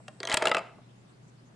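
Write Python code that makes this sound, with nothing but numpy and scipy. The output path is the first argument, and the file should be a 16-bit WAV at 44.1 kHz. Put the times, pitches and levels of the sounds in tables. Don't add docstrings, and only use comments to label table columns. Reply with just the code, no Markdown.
import sys
import numpy as np
from scipy import signal
from scipy.fft import rfft, irfft, next_fast_len
from scipy.io import wavfile
from scipy.ndimage import uniform_filter1d, map_coordinates

SR = 44100
rng = np.random.default_rng(int(sys.argv[2]) if len(sys.argv) > 2 else 0)


def attenuation_scalar(level_db):
    decades = np.asarray(level_db, float) / 20
    return 10 ** decades


def generate_wav(sig):
    pcm = np.round(np.clip(np.atleast_2d(sig).T, -1, 1) * 32767).astype(np.int16)
    wavfile.write(sys.argv[1], SR, pcm)


N = 68355
RING_TIME = np.arange(SR // 8) / SR
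LEFT_DB = 0.67

# (time [s], peak [dB], brick ring [Hz], crack [dB], box air [dB])
BOTTOM_HITS = [(0.4218, -13, 1770, -11.5, -13.5), (.4255, -16.5, 980, -16, -28.5),
               (0.4384, -24, 1900, -12.5, -11), (.454, -12.5, 1350, -6, -14.5),
               (.47, -7.5, 2857, -13.5, -18.5), (.481, -19, 1290, -7, -17.5),
               (0.493, -25, 2140, -3.5, -7.5), (.514, -9.5, 2760, -16.5, -17), (.538, -39.5, 2320, 1, -4.5),
               (.546, -10.5, 2650, -13, -20.5), (.567, -14, 2650, -13.5, -17.5),
               (.581, -20.5, 2650, -14.5, -20), (.591, -28, 1290, -17, -17.5)]
# (frequency [Hz], level [dB], 60 dB decay time [s])
BOX_AIR = [(377.4, -8.5, 0.039), (473, -9.5, 0.05), (600, -3, 0.045), (631.5, -0.5, 0.055),
           (669, -1, 0.055), (750, -5.5, 0.026), (893, -3.5, 0.033)]
# (frequency [Hz], level [dB], 60 dB decay time [s])
WALL_MODES = [(994, 1, 0.038), (1170, 3, 0.025), (1228, -6.5, 0.075), (1371, -1, 0.051), (1662, 0.5, 0.045),
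              (1900, -1.5, 0.071), (2140, 1, 0.038), (2650, -4.5, 0.028), (2760, -16, 0.05),
              (3260, 5.5, 0.023), (3900, -13, 0.058), (4710, -12.5, 0.018)]
# (frequency [Hz], level [dB], 60 dB decay time [s])
BASE_MODES = [(844, -5, 0.026), (1012, -6.5, 0.035), (1195, -3, 0.023), (1273, -4.5, 0.059),
              (1405, 8.5, 0.0068), (1976, -1, 0.028), (2140, 0.5, 0.018), (2650, -4.5, 0.036),
              (2720, -12, 0.019), (3120, -8.5, 0.026), (4020, -22.5, 0.095), (4970, -10.5, 0.019)]


def unit(x):
    return x / np.sqrt(np.mean(x ** 2) + 1e-20)


def along(points, hz):
    f, v = np.transpose(points)
    return np.interp(np.log(hz + 1), np.log(f + 1), v)


def filtered(x, response):
    n = x.shape[-1]
    m = next_fast_len(n + 8192)
    spectrum = rfft(x, m) * response(np.fft.rfftfreq(m, 1 / SR))
    return irfft(spectrum, m)[..., :n]


def left_right(db):
    return attenuation_scalar(np.array([[db], [-db]]))


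def ring(modes, t, push, scatter_db=3):
    hz, db, t60 = np.transpose(modes)[:, :, None]
    level_chance, pitch_chance = rng.standard_normal((2, len(modes), 1))
    fade = attenuation_scalar(db + scatter_db * level_chance - 60 * t / np.abs(t60))
    tones = fade * np.sin(2 * np.pi * hz * (1 + .011 * pitch_chance) * t)
    sign = (-1) ** np.arange(len(modes))[:, None]
    y = signal.fftconvolve((sign * tones).sum(axis=0), push)[:len(t)]
    return y / np.abs(y).max()


def room(x):
    # (frequency [Hz], 60 dB decay time [s])
    room_decay = [(200, 0.13), (600, 0.48), (1500, 0.49), (4000, 0.41), (10000, 0.54)]
    # (frequency [Hz], level [dB])
    room_colour = [(500, 3.5), (2500, -1.5), (5000, -4), (9000, -9)]
    alike = 0.77
    noise = rng.standard_normal((2, SR * 3 // 8))
    hz, t, z = signal.stft(noise, SR, nperseg=256)
    fading = z * attenuation_scalar(-60 * t / along(room_decay, hz)[:, None])
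    a, b = signal.istft(fading, SR, nperseg=256)[1]
    turn = np.arccos(alike) / 2
    mid, side = np.cos(turn) * a, np.sin(turn) * b
    tail = np.array([mid + side, mid - side]) / np.linalg.norm(a)
    x = filtered(x, lambda f: attenuation_scalar(along(room_colour, f)))
    late = np.pad(x, (200, 0))
    return signal.fftconvolve(late[None], tail, axes=1)


def add(out, s, x):
    low_cut_hz, room_db = 302, -13
    low_cut = signal.butter(3, low_cut_hz, "high", fs=SR, output="sos")
    x = signal.sosfilt(low_cut, x * np.ones((2, 1)))
    i = round(s * SR)
    wet = attenuation_scalar(room_db) * room(x.mean(axis=0))[:, :SR // 2]
    out[:, i:i + x.shape[1]] += x * left_right(LEFT_DB / 2)
    out[:, i:i + wet.shape[1]] += wet


def floor():
    # (frequency [Hz], level [dB per Hz])
    hush_colour = [(40, -18.5), (90, -12.5), (130, 2), (230, -2), (400, -9.5), (900, -14), (8500, -30.5),
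                   (10600, -36), (11900, -44.5), (12300, -69)]
    # (frequency [Hz], likeness [-1 to 1])
    hush_alike = [(60, 0.91), (230, 0.8), (870, -0.25), (3320, -0.014), (12600, 0.16)]
    hush_db = -57.5
    hum_hz, hum_db, hum_wobble_db, hum_left_lag_s = 120, -61, 0.6, .00023
    z = signal.stft(rng.standard_normal((2, N)), nperseg=512)[2]
    patches = uniform_filter1d(rng.standard_normal(z.shape[1:]), size=6, axis=0)
    patches = uniform_filter1d(patches, size=8, axis=1)
    pair = signal.istft(z * attenuation_scalar(1.2 * unit(patches)), nperseg=512)[1][:, :N]

    def mid_side_gain(f):
        turn = np.arccos(np.clip(along(hush_alike, f), -1, 1)) / 2
        return attenuation_scalar(along(hush_colour, f)) * np.array([np.cos(turn), np.sin(turn)])

    mid, side = filtered(pair, mid_side_gain)
    hush = attenuation_scalar(hush_db) * unit(np.array([mid + side, mid - side]))
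    t = np.arange(N) / SR
    sway = map_coordinates(rng.standard_normal(20), [8 * t])
    hum_time = t - np.array([[hum_left_lag_s], [0]])
    hum = attenuation_scalar(hum_db + hum_wobble_db * sway) * np.sqrt(2) * np.sin(2 * np.pi * hum_hz * hum_time)
    return (hush + hum) * left_right(LEFT_DB / 2)


def rustle():
    # (time [s], half length [s], centre frequency [Hz], level [dB])
    rustles = [(0.843, .025, 3550, -71.5), (0.909, 0.019, 3210, -69), (0.993, 0.034, 6930, -73.5),
               (1.083, 0.024, 3460, -73), (1.1, .03, 8070, -73), (1.135, 0.019, 4500, -73),
               (1.244, 0.023, 6850, -73.5), (1.289, 0.015, 7550, -68), (1.289, 0.019, 6140, -71.5),
               (1.39, 0.018, 4540, -70.5), (1.472, 0.024, 6530, -71), (0.136, 0.32, 7980, -69.5)]
    width = .13
    out, t = np.zeros((2, N)), np.arange(N) / SR
    for s, half, hz, db in rustles:
        noise = rng.standard_normal((2, N))
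        band = filtered(noise, lambda f: np.exp(-(np.log((f + 1) / hz) / width) ** 2))
        out += attenuation_scalar(db) * np.exp(-((t - s) / half) ** 4) * unit(band)
    return out


def thuds(out):
    # (frequency [Hz], level [dB], 60 dB decay time [s])
    table_modes = [(60.6, -5, 0.084), (194, 8, 0.23)]
    thud_db = -37
    for s, db, *_ in BOTTOM_HITS:
        thud = ring(table_modes, RING_TIME, np.hanning(88))
        out[:, round(s * SR):][:, :len(RING_TIME)] += attenuation_scalar(db + thud_db) * thud


def knocks(out):
    # (time [s], peak [dB])
    touches = [(0.0, -44), (.598, -35), (.607, -36), (.783, -43), (.797, -59)]
    damped_t60 = .07
    push = np.exp(-((RING_TIME - .001) / 0.00027) ** 2)
    for s, db in touches:
        body = ring(BOX_AIR + BASE_MODES[:5], RING_TIME, push)
        add(out, s, attenuation_scalar(db) * attenuation_scalar(-60 * RING_TIME / damped_t60) * body)


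def rattle():
    # (time [s], level [dB])
    rattle_level = [(.2, -46.5), (.27, -55), (.335, -26.5), (.36, -52), (.42, -35), (.47, -38),
                    (.58, -34.5), (.612, -47), (.66, -68)]
    taps_per_s, air_db, stretch_s = 400, 0, .04
    out, t = np.zeros((2, N + SR)), RING_TIME
    for s in np.arange(.2, .68, stretch_s):
        chance = rng.random((2, len(t)))
        level_db = np.interp(s + t, *np.transpose(rattle_level))
        taps = (chance[0] < taps_per_s / SR) * np.log(chance[1] + 1e-9) * (t < stretch_s)
        taps = taps * attenuation_scalar(level_db - level_db.max())
        taps = np.convolve(taps, np.hanning(7))
        modes = WALL_MODES if s < .4 else BASE_MODES
        body = ring(modes, t, taps) + attenuation_scalar(air_db) * ring(BOX_AIR, t, taps)
        add(out, s, attenuation_scalar(level_db[t < stretch_s].mean() + 10) * body)
    return out[:, :N]


def panels(out):
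    # (time [s], peak [dB], frequency [Hz], 60 dB decay time [s])
    panel_rings = [(.082, -45.5, 1086, 0.049), (.204, -37, 386, .06), (.3445, -26, 900, 0.033),
                   (0.4571, -20.5, 1237, 0.04), (0.4719, -23.5, 1333, .03), (0.5148, -28, 1370, 0.031),
                   (0.5468, -28, 1285, 0.023), (.569, -31, 1239, 0.08), (.676, -52.5, 643, .07),
                   (.083, -41, 600, 0.056), (0.371, -15, 3228, 0.013), (0.4715, -16, 2780, .012),
                   (0.5166, -17, 2880, 0.0087), (0.5473, -17.5, 2290, 0.0087), (.5686, -19.5, 2125, 0.0093)]
    for s, db, hz, t60 in panel_rings:
        modes = [(hz, 0, t60), (1.3 * hz, -4, t60)]
        add(out, s, attenuation_scalar(db) * ring(modes, RING_TIME, np.hanning(8)))


def pings(out):
    # (time [s], peak [dB], frequency [Hz])
    edge_pings = [(0.203, -31, 4400), (0.2529, -31, 4000), (0.2305, -34.5, 3700), (.2308, -36, 6100),
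                  (.2525, -31, 6220), (0.2517, -37, 8600), (0.2724, -29, 6300), (0.2873, -38.5, 8800),
                  (0.2972, -33, 6840), (0.317, -21, 2990), (0.326, -32.5, 8140), (0.3723, -23, 7340),
                  (0.457, -30.5, 3900), (0.546, -34, 3900), (0.59, -42, 7400), (.3715, -26.5, 1900)]
    t60 = .011
    for s, db, hz in edge_pings:
        modes = [(hz, 0, t60), (1.05 * hz, -6, t60)]
        add(out, s, attenuation_scalar(db) * ring(modes, RING_TIME, np.ones(1)))


def snap(out):
    # (frequency [Hz], level [dB], 60 dB decay time [s])
    snap_modes = [(8500, 24.5, 0.0027), (7710, -3.5, 0.016), (4940, 0, .008)]
    snap_s, snap_db, width_s, left_db = .3429, -9, .00008, 1.5
    ring_db, ring_lag_s, ring_right_db = -6, .00012, .6
    edge = ring(snap_modes, RING_TIME, np.ones(1), scatter_db=1)
    add(out, snap_s + ring_lag_s, -attenuation_scalar(ring_db) * edge * left_right(-ring_right_db))
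    u = (np.arange(N) / SR - snap_s) / width_s
    out[:, :N] += attenuation_scalar(snap_db) * left_right(left_db) * np.exp(-u ** 2)


def contact(hz, crack_db, air_db, brick_db, wall_db, walls):
    # (frequency [Hz], level [dB])
    crack_colour = [(1500, 1.5), (3500, 3.5), (5200, -1.5), (6400, -3.5), (7200, -0.5), (8500, -4.5),
                    (10500, -14), (12500, -26)]
    chatter_t60, rise_s, first_tap = 0.012, 0.000966, 13
    crack_t60, crack_gain_db, crack_apart = 0.02, 4, 0.17
    patch_db = 1
    air_lag_s, air_push_s, air_gain_db = 0.0014, 0.00043, 5
    brick_t60, brick_split, brick_side_db = 0.023, 0.12, -9.5
    t = RING_TIME
    rise = 1 - np.exp(-(t / rise_s) ** 2)

    hits = rng.standard_normal(len(t)) ** 3 * (rng.random(len(t)) < .15)
    chatter = hits * attenuation_scalar(-60 * t / chatter_t60) * rise
    chatter[round(rise_s * SR)] += first_tap
    chatter = np.convolve(chatter, [.25, .5, .25])

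    patches_db = patch_db * rng.standard_normal(16)

    def colour(f):
        return attenuation_scalar(along(crack_colour, f) + np.interp(f, 1000 * np.arange(16), patches_db))

    noise = filtered(rng.standard_normal((2, len(t))), colour)
    a, b = noise * attenuation_scalar(-60 * t / crack_t60) * rise
    crack = np.array([a + crack_apart * b, a - crack_apart * b]) / np.abs(a).max()

    swell = np.exp(-((t - air_lag_s) / air_push_s) ** 2)
    brick = [(hz, 0, brick_t60),
             (hz * (1 - brick_split), brick_side_db, brick_t60),
             (hz * (1 + brick_split), brick_side_db, brick_t60)]
    return (attenuation_scalar(brick_db) * ring(brick, t, chatter)
            + attenuation_scalar(wall_db) * ring(walls, t, chatter)
            + attenuation_scalar(air_db + air_gain_db) * ring(BOX_AIR, t, swell)
            + attenuation_scalar(crack_db + crack_gain_db) * crack)


def contacts(out):
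    # (time [s], peak
    # [dB], brick ring [Hz], crack [dB], box air [dB])
    shaft_hits = [(0.0801, -31.5, 2797, -5.5, -16.5), (0.2021, -27.5, 4334, -9.5, -21.5),
                  (0.2302, -22, 1974, -8, -21.5), (0.251, -22, 3900, -13.5, -16),
                  (0.272, -17, 3120, -11, -23), (0.2872, -22, 1900, -21, -18.5),
                  (0.2966, -22.5, 2236, -2.5, -14.5), (0.315, -14, 2067, -12.5, -32.5),
                  (0.37, -12.5, 3330, -2.5, -18.5), (0.402, -38.5, 1990, -20.5, -7.5),
                  (.292, -27.5, 1620, -25, -13.5), (.3015, -26.5, 3100, -7.5, -23.5),
                   (.3065, -21, 3830, -11, -21), (.3195, -19, 2140, -19, -23),
                   (.3245, -21.5, 4390, -2, -30), (.329, -26.5, 3170, -28.5, -18.5),
                   (.335, -15, 1920, -18.5, -36.5), (.3398, -16.5, 2600, -9.5, -36),
                   (.3432, -14.5, 2696, -7, -15.5)]
    for s, db, hz, crack_db, air_db in shaft_hits:
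        add(out, s, attenuation_scalar(db) * contact(hz, crack_db, air_db, -8, -7.5, WALL_MODES))
    for s, db, hz, crack_db, air_db in BOTTOM_HITS:
        add(out, s, attenuation_scalar(db) * contact(hz, crack_db, air_db, -8.5, -5, BASE_MODES))


def coin():
    out = np.zeros((2, N + SR))
    thuds(out)
    knocks(out)
    panels(out)
    pings(out)
    snap(out)
    contacts(out)
    return out[:, :N]


def scene():
    return floor() + rustle() + rattle() + coin()


def low_pass(x):
    return signal.sosfilt(signal.butter(12, 13250, fs=SR, output="sos"), x)


def record(dry):
    # (frequency [Hz], level [dB])
    mic_tone = [(20, 2.5), (10000, -2), (11500, -2), (12500, -12), (13200, -36)]
    top_hz = 13250
    mix = filtered(dry, lambda f: attenuation_scalar(along(mic_tone, f)) * (f < top_hz))
    return low_pass(mix)


dry = scene()
out = record(dry)
generate_wav(out)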